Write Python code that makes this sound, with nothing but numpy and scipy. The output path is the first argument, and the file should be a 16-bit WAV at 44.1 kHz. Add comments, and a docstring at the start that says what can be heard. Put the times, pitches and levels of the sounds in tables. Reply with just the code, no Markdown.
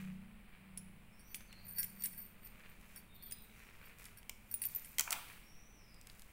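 """A quiet kitchen, where a hand peels wet steamed leaves back in a steel colander.
Wrist bangles clink, ping and clack as struck modes and short bursts; they rub as grains feeding damped modes,
and slide along the arm as swelling noise. The leaves rustle and tick in coloured grains and filtered bursts.
A low hum of four wavering tones, a steady noise floor and a far bird's gliding, echoing whistles lie behind."""
import sys
import numpy as np
from scipy import signal
from scipy.fft import rfft, irfft
from scipy.io import wavfile

SR = 44100
rng = np.random.default_rng(int(sys.argv[2]) if len(sys.argv) > 2 else 0)


def bounce(signal):
    """Save signal as a 16-bit WAV file at the path given by the first command-line argument."""
    frames = np.transpose(np.atleast_2d(signal))
    limited = np.clip(frames, -1, 1)
    pcm = np.round(limited * 32767).astype(np.int16)
    wavfile.write(sys.argv[1], SR, pcm)


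N = 278712
TIME = np.arange(N) / SR  # seconds


# Bangles touch: (time [s], ring level before mode trims [dB], high over low modes [dB], contact tick level [dB])
BANGLE_TOUCHES = [(1.1942, -65, 1, -82), (1.3452, -54.5, 19, -48), (1.683, -60.5, 16, -80),
                  (1.7852, -44, 7, -52), (1.7917, -44, 12, -53), (1.8105, -52, 10, -65),
                  (1.8309, -47.5, 25.5, -41.5), (2.0379, -46, 16, -41.5), (2.0587, -65, 32, -44),
                  (2.118, -62, 18, -70), (2.135, -62.5, -4, -58), (2.178, -59.5, 28, -73),
                  (2.9605, -57, 8, -58), (3.2244, -60.5, 14, -79), (4.0532, -66, 2, -56),
                  (4.1728, -60.5, 13, -57), (4.5128, -51.5, 21, -82), (4.6178, -43.5, 18, -47),
                  (4.6375, -53, 13, -39), (4.6533, -51, 28, -51), (4.7492, -54.5, 40.5, -50),
                  (4.8461, -61.5, 13, -48.5)]
# Modes of the bangle stack before damping: (frequency [Hz], relative level [dB], free t60 [s])
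STACK_MODES = [(1620, -5, .2), (1920, -5, .12), (2250, -9, .06), (2620, -9, .06), (4575, -2, .16),
               (5520, -2, .16), (8400, -13, .06), (8740, -4, .14), (10545, -1, .13), (10655, -8, .22),
               (12100, -16, .07), (13730, -13, .1), (13975, 0, .13), (14060, -5, .1), (14340, -9, .07),
               (14790, -12, .12)]
# Colour of the contact tick: (frequency [Hz], level [dB])
TICK_COLOUR = [(800, -44), (2000, 10.5), (3000, 5), (6500, -6), (8300, 10.5), (12000, 10.5), (15000, -29),
               (16500, -28)]


def clinks(body_db=-1.0, low_db=0.5, middle_db=3.5, tick_t60=0.033, scatter_db=5.0, grip=0.49):
    """Each touch and its rebound ring the stack, damped by the wrist; brightness tilts high against low modes."""
    rebound_s, rebound_loss_db = 0.011, 4.5
    rings, ticks = np.zeros(N), np.zeros(N)
    for s, level, bright, tick in BANGLE_TOUCHES:
        # trims for modes below 4 kHz, 4-7 kHz, 7-12 kHz and above
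        group_db = [body_db - bright / 2, low_db - bright / 2, middle_db, bright / 2]
        for delay, loss in (0, 0), (rebound_s, rebound_loss_db):
            for hz, db, t60 in STACK_MODES:
                group = np.searchsorted([4000, 7000, 12000], hz)
                strength = level - loss + group_db[group] + db
                scattered = strength + scatter_db * rng.normal()
                detune = 1 + 0.0026 * rng.normal()  # each mode's pitch varies slightly from touch to touch
                add(rings, s + delay, from_db(scattered) * ring(hz * detune, t60 * grip))
            add(ticks, s + delay, from_db(tick - loss) * burst(tick_t60))
    return rings + coloured(ticks, TICK_COLOUR)


# A thin bangle rings: (time [s], pitch [Hz], level before mode levels [dB], lowest mode level [dB])
THIN_BANGLE_PINGS = [(0.775, 10380, -30.5, -62), (2.049, 9600, -41, -81), (2.060, 9480, -28.5, -77),
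                     (3.310, 9394, -40, -70), (3.322, 9420, -31, -51), (4.541, 9640, -22.5, -67)]
# Its upper modes: (multiple of the pitch [ratio], relative level [dB], t60 [s])
THIN_BANGLE_MODES = [(0.996, -5.5, 0.046), (1.002, -44.5, 0.4), (1.599, -10, 0.076)]


def pings(level_db=0.0, lowest_t60=0.1):
    """A thin bangle swings clear of the skin and rings freely in a few decaying modes."""
    out = np.zeros(N)
    for s, pitch, peak, lowest in THIN_BANGLE_PINGS:
        add(out, s, from_db(lowest) * ring(pitch * .528, lowest_t60))
        for multiple, db, t60 in THIN_BANGLE_MODES:
            add(out, s, from_db(peak + db + level_db) * ring(pitch * multiple, t60))
    return out


# Bangles knocked hard: (time [s], crack level before trim [dB], knock level before trim [dB], crack t60 [s])
BANGLE_CLACKS = [(0.774, -37, -53.5, 0.06), (1.3448, -29.5, -41, 0.039), (1.5276, -40.5, -49.5, 0.015),
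                 (1.8306, -22, -63, 0.012), (2.057, -23, -56.5, 0.012), (3.312, -38, -55, 0.019),
                 (3.321, -35.5, -49, 0.027), (4.295, -24, -39, 0.014), (4.54, -31, -51, 0.016),
                 (4.9841, -14.5, -31.5, 0.015), (4.995, -10, -30, 0.018), (5.0086, -11, -35.5, 0.006),
                 (5.1065, -17, -43, 0.018), (5.1207, -22, -50, 0.024), (5.1263, -17.5, -29.5, 0.027)]
# Colour of the dry crack: (frequency [Hz], level [dB])
CRACK_COLOUR = [(2500, -22), (4000, -10), (5700, -3), (6800, -4), (8200, 0), (9500, -4), (12500, -6),
                (15000, -2), (16500, -10)]
# Colour of the low knock: (frequency [Hz], level [dB])
KNOCK_COLOUR = [(150, -40), (450, -18), (700, -19), (1500, -15.5), (2200, -1), (3000, -4.5), (4000, -10),
                (8000, -48)]


def clacks(crack_db=-11.0, knock_db=-1.0, knock_t60=0.025, impact=1.0):
    """Bangles pressed together cannot ring: a dry crack over a short knock."""
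    cracks, knocks = np.zeros(N), np.zeros(N)
    for s, peak, knock, length in BANGLE_CLACKS:
        crack_gain = from_db(peak + crack_db)
        add(cracks, s, crack_gain * burst(length))
        add(cracks, s, crack_gain * np.array([impact]))  # the instant of first contact
        add(knocks, s, from_db(knock + knock_db) * burst(knock_t60))
    return coloured(cracks, CRACK_COLOUR) + coloured(knocks, KNOCK_COLOUR)


# Bangles rub as the wrist turns: (peak time [s], level before mix trims [dB], 20 dB rise [s], 20 dB fall [s])
WRIST_TURNS = [(1.32, -55, 0.085, 0.045), (1.695, -47, 0.066, 0.092), (1.795, -34, 0.055, 0.049),
               (2.04, -43.5, 0.093, 0.049), (2.2, -47.5, 0.097, 0.11), (2.445, -52, .04, 0.075),
               (2.705, -59, .03, 0.029), (2.98, -51.5, 0.035, 0.024), (3.15, -56, .02, .05),
               (3.26, -54.5, .07, 0.16), (3.42, -57.5, .02, 0.072), (3.86, -60, .08, 0.06),
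               (4.52, -53, .04, .04), (4.765, -51.5, 0.017, 0.035), (4.89, -58, 0.12, 0.15)]
# Colour of the rubbing contacts: (frequency [Hz], level [dB])
RUB_COLOUR = [(1500, -16.5), (2600, -16), (4500, -13.5), (5600, -20.5), (8700, -3.5), (10500, -15.5),
              (13200, -2), (13900, 1.5), (14500, 5.5), (15400, 0.5)]


def rubbing(ring_db=-4.0, scratch_db=-21.5, catch_db=-2.5, shift_db=2.5):
    """Rubbing rims feed tiny contacts and rarer catches into damped modes, which shift as the contact moves."""
    stream = grains(per_s=1500, spread_db=3)
    catches = grains(per_s=200, spread_db=2.5)
    friction = stream + from_db(catch_db) * catches
    contacts = coloured(swells(WRIST_TURNS) * friction, RUB_COLOUR)
    # tightly damped, each mode decays three times sooner
    modes = [from_db(db) * ring(hz, t60 / 3) for hz, db, t60 in STACK_MODES]
    rings = np.zeros(N)
    for mode in modes:
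        shift = from_db(shift_db * drift(per_s=30))
        rings += shift * signal.oaconvolve(contacts, mode)[:N]
    rings /= np.linalg.norm(modes)
    return from_db(ring_db) * rings + from_db(scratch_db) * contacts


# The stack slips along the forearm: (peak time [s], level [dB], 20 dB rise [s], 20 dB fall [s])
FOREARM_SLIPS = [(4.997, -42, 0.0068, 0.026), (5.078, -37.5, 0.0033, 0.0057), (5.128, -44, 0.085, 0.12)]
# Skin hisses under the last slip: (peak time [s], level [dB], 20 dB rise [s], 20 dB fall [s])
SKIN_HISS = [(5.136, -49, 0.035, 0.3)]
# Colour of the hollow swish: (frequency [Hz], level [dB])
SWISH_COLOUR = [(240, -29), (400, -14), (469, -27), (689, -1), (1210, 1), (1290, 0), (1390, 1), (1910, -10),
                (2420, 1), (6000, -58), (7800, -40), (13200, -120)]
# Colour of the skin hiss: (frequency [Hz], level [dB])
HISS_COLOUR = [(1760, -18), (3000, -6.5), (6090, -21.5), (6810, -36), (8340, -14), (11700, -16),
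               (14900, -14), (16000, -11)]


def sliding():
    """The stack slips along the arm: swelling noise makes a hollow swish and a fading hiss."""
    swish = swells(FOREARM_SLIPS) * noise(SWISH_COLOUR)
    hiss = swells(SKIN_HISS) * noise(HISS_COLOUR)
    return swish + hiss


# Short rustling strokes of the hand and arm, most of them pulling at a leaf:
# (peak time [s], base rustle level [dB], 20 dB rise [s], 20 dB fall [s], wet crackle over base rustle [dB])
RUSTLE_STROKES = [(0.0, -59.5, .1, 0.22, -5), (0.55, -70.5, 1.3, 1, -26), (1.41, -70, 0.11, 0.8, -12),
                  (1.95, -71.5, 1.3, 0.99, 0), (2.66, -63.5, 0.52, 0.41, -8.5), (2.97, -66, 0.41, 0.11, 0),
                  (3.61, -63, 0.36, 0.46, -3.5), (3.9, -61, .35, .12, -8), (3.999, -61, 0.034, 0.25, 0.5),
                  (4.72, -65.5, 0.39, 0.91, 6), (5.31, -59.5, 0.2, 0.21, -3), (6.12, -70.5, 0.22, 1, 3)]
# A sticky leaf lets go: (time [s], level before band filter [dB], frequency that places the band [Hz])
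STICKY_TICKS = [(1.408, -44, 2210), (2.022, -38, 8800), (2.473, -48, 8800), (4.055, -38.5, 5800),
                (4.23, -47, 3500), (5.944, -49.5, 6500), (6.013, -46.5, 8200), (6.071, -40, 5940),
                (6.099, -41.5, 4300), (6.195, -43, 7960), (6.22, -42.5, 5500)]
# Colour of the dragging leaves: (frequency [Hz], level [dB])
RUSTLE_COLOUR = [(240, -32.5), (400, -6.5), (469, -6.5), (754, -14.5), (1150, -5), (2260, 0), (2420, 1),
                 (3330, -12), (4730, -17), (6000, -43), (7800, -48), (13200, -120)]
# Colour of the breaking wet films: (frequency [Hz], level [dB])
CRACKLE_COLOUR = [(1500, -29), (3500, -6.5), (8000, -1.5), (15000, -1.5)]


def leaves(tug_db=-2.5, tug_s=0.049, snap_db=-9.0, snaps_per_s=40, jerk_db=1.5, tick_t60=0.01):
    """Limp leaves rustle in little jerks, each stroke with a short peak; wet films break in ticks and rarer snaps."""
    strokes = swells([(s, db, rise, fall) for s, db, rise, fall, wet in RUSTLE_STROKES])
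    peaks = swells([(s, db + tug_db, tug_s, tug_s) for s, db, rise, fall, wet in RUSTLE_STROKES])
    wetness = swells([(s, db + wet, rise, fall) for s, db, rise, fall, wet in RUSTLE_STROKES])
    jerks = from_db(jerk_db * drift(per_s=35))
    drag = np.hypot(strokes, peaks) * jerks
    fibres = grains(per_s=900, spread_db=3.5)
    films = grains(per_s=3500, spread_db=3)
    snaps = from_db(snap_db) * grains(per_s=snaps_per_s, spread_db=4.5)
    rustle = coloured(drag * fibres, RUSTLE_COLOUR)
    crackle = coloured(wetness * (films + snaps), CRACKLE_COLOUR)
    out = rustle + crackle
    for s, peak, hz in STICKY_TICKS:
        band = signal.butter(1, [hz / 2, min(hz * 1.6, SR * .4)], "band", fs=SR)
        add(out, s, from_db(peak) * signal.lfilter(*band, burst(tick_t60)))
    return out


# Swell of the low hum, used relative to its mean: (time [s], level [dB])
HUM_SWELL = [(0, -52.5), (.1, -48.5), (.52, -71), (.8, -57.5), (1.3, -71.5), (1.65, -62.5), (2.3, -67),
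             (3.1, -73.5), (6.32, -81.5)]
# Tones of the hum: (centre frequency [Hz], level at the mean of the swell [dB], share of the swell [ratio])
HUM_PARTIALS = [(99.7, -71.5, 0.36), (158.8, -72, 1.3), (189, -64.5, 1.08), (219, -70, .55)]


def hum(waver_hz=3.007, waver_db=4.0):
    """Four low tones swell together, each wavering a little in pitch and level."""
    s, level = np.transpose(HUM_SWELL)
    swing = np.interp(TIME, s, level - level.mean())
    out = np.zeros(N)
    for hz, db, share in HUM_PARTIALS:
        gain = from_db(db + share * swing + waver_db * drift(per_s=3))
        out += gain * sine(hz + waver_hz * drift(per_s=9.1))
    return out


# A far bird whistles, before its reflections:
# (time [s], length [s], start pitch [Hz], middle pitch [Hz], end pitch [Hz], level [dB])
BIRD_WHISTLES = [(1.081, .36, 5200, 5950, 6370, -72), (1.453, 0.15, 4470, 4236, 4640, -63),
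                 (3.065, 0.26, 3760, 3500, 3395, -66), (3.128, 0.1, 4180, 4280, 4420, -69),
                 (3.239, .2, 4030, 3920, 3810, -67.5), (3.439, 0.3, 6280, 5660, 4900, -78.5),
                 (5.385, .35, 5400, 5820, 5980, -67.5), (5.698, 0.28, 6110, 5160, 4890, -68.5)]


def bird(quiver_hz=130, t60=0.73):
    """Thin whistles glide along an arc with a fast quiver, arriving only as reflections."""
    out = np.zeros(N)
    for s, length, start, middle, end, db in BIRD_WHISTLES:
        progress = np.linspace(0, 1, int(length * SR))
        arc = np.polyval(np.polyfit([0, .5, 1], [start, middle, end], 2), progress)
        pitch = arc + quiver_hz * drift(per_s=300)[:len(arc)]
        add(out, s, from_db(db) * sine(pitch) * signal.windows.tukey(len(arc), .3))
    return echoes(out, t60)


# Colour of the steady background: (frequency [Hz], relative level [dB])
FLOOR_COLOUR = [(8, 4), (22, -3.5), (38, 0), (50, -7.5), (65, -11), (100, -10.5), (140, -13.5), (200, -12),
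                (270, -20), (400, -23.5), (600, -25), (1150, -26), (1750, -28), (2350, -22), (3400, -33.5),
                (6300, -48.5), (8800, -35.5), (13000, -41.5), (15500, -34)]


def floor(level_db=-58.5):
    """Steady noise, strongest in the lows, lies under everything."""
    return from_db(level_db) * noise(FLOOR_COLOUR)


def from_db(db):
    """Decibels to gain."""
    return 10 ** (np.asarray(db) / 20)


def rms_one(x):
    """Scale to unit power."""
    return x / np.sqrt(np.mean(x ** 2) + 1e-20)


def add(track, s, sound):
    """Mix a short sound in at time s."""
    at = int(np.clip(round(s * SR), 0, N - 1))
    track[at:at + len(sound)] += sound[:N - at]


def coloured(x, tone):
    """Minimum-phase filter of unit power gain that follows a (Hz, dB) spectrum."""
    size = 2 ** 13
    hz, db = np.transpose(tone)
    bins_hz = np.arange(size // 2 + 1) * SR / size
    gain = rms_one(from_db(np.interp(np.log(bins_hz + 1), np.log(hz), db)))
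    # folding the cepstrum forward makes the filter causal
    cepstrum = irfft(np.log(gain))
    cepstrum[1:size // 2] *= 2
    cepstrum[size // 2 + 1:] = 0
    response = irfft(np.exp(rfft(cepstrum)))
    return signal.oaconvolve(x, response)[:N]


def noise(tone):
    """Smooth noise of a given colour."""
    return coloured(rng.standard_normal(N), tone)


def grains(per_s, spread_db):
    """Random tiny contacts of uneven size; unit power."""
    sizes = from_db(spread_db * np.minimum(rng.exponential(1, N), 4))
    signs = rng.choice([-1, 1], N)
    hits = rng.random(N) < per_s / SR
    return rms_one(sizes * signs * hits)


def fade(t60):
    """Half a second of exponential decay, losing 60 dB every t60 seconds."""
    return np.exp(-np.log(1000) * TIME[:SR // 2] / max(t60, 1e-3))


def burst(t60):
    """A dense rattle of random signs that decays at once."""
    return rng.choice([-1, 1], SR // 2) * fade(t60)


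def ring(hz, t60):
    """One struck mode: a decaying sine, its sign drawn at random."""
    return rng.choice([-1, 1]) * np.sin(2 * np.pi * hz * TIME[:SR // 2]) * fade(t60)


def echoes(x, t60):
    """Diffuse reflections of unit power gain that build up briefly, then decay."""
    tail = burst(t60) * (1 - fade(0.039))
    return signal.oaconvolve(x, tail / np.linalg.norm(tail))[:N]


def swells(rows):
    """Gain of movements that build and die away; rise and fall times span 20 dB."""
    power = 0
    for s, db, rise, fall in rows:
        away = np.maximum((s - TIME) / max(rise, 1e-3), (TIME - s) / max(fall, 1e-3))
        power = power + from_db(db - 20 * np.minimum(away, 6)) ** 2
    return np.sqrt(power)


def drift(per_s):
    """Random wander of about unit size, in straight lines between per_s points a second."""
    knots = np.arange(0, N / SR, 1 / per_s)
    return np.interp(TIME, knots, rng.standard_normal(N)[:len(knots)])


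def sine(hz):
    """A tone that follows a pitch curve."""
    return np.sin(2 * np.pi * np.cumsum(hz) / SR)


def scene(room_db=-12.0, room_t60=0.42):
    """Wrist and leaves close by, with the kitchen around them."""
    near = clinks() + pings() + clacks() + rubbing() + sliding() + leaves()
    room = from_db(room_db) * echoes(near, room_t60)
    background = hum() + bird() + floor()
    return (near + room + background)[None]


def record(dry):
    """A steep elliptic low-pass cuts the top."""
    cutoff_hz = 15750
    lowpass = signal.ellip(10, .3, 70, cutoff_hz, fs=SR, output="sos")  # 0.3 dB ripple, 70 dB rejection
    return signal.sosfilt(lowpass, dry)


dry = scene()
out = record(dry)
bounce(out)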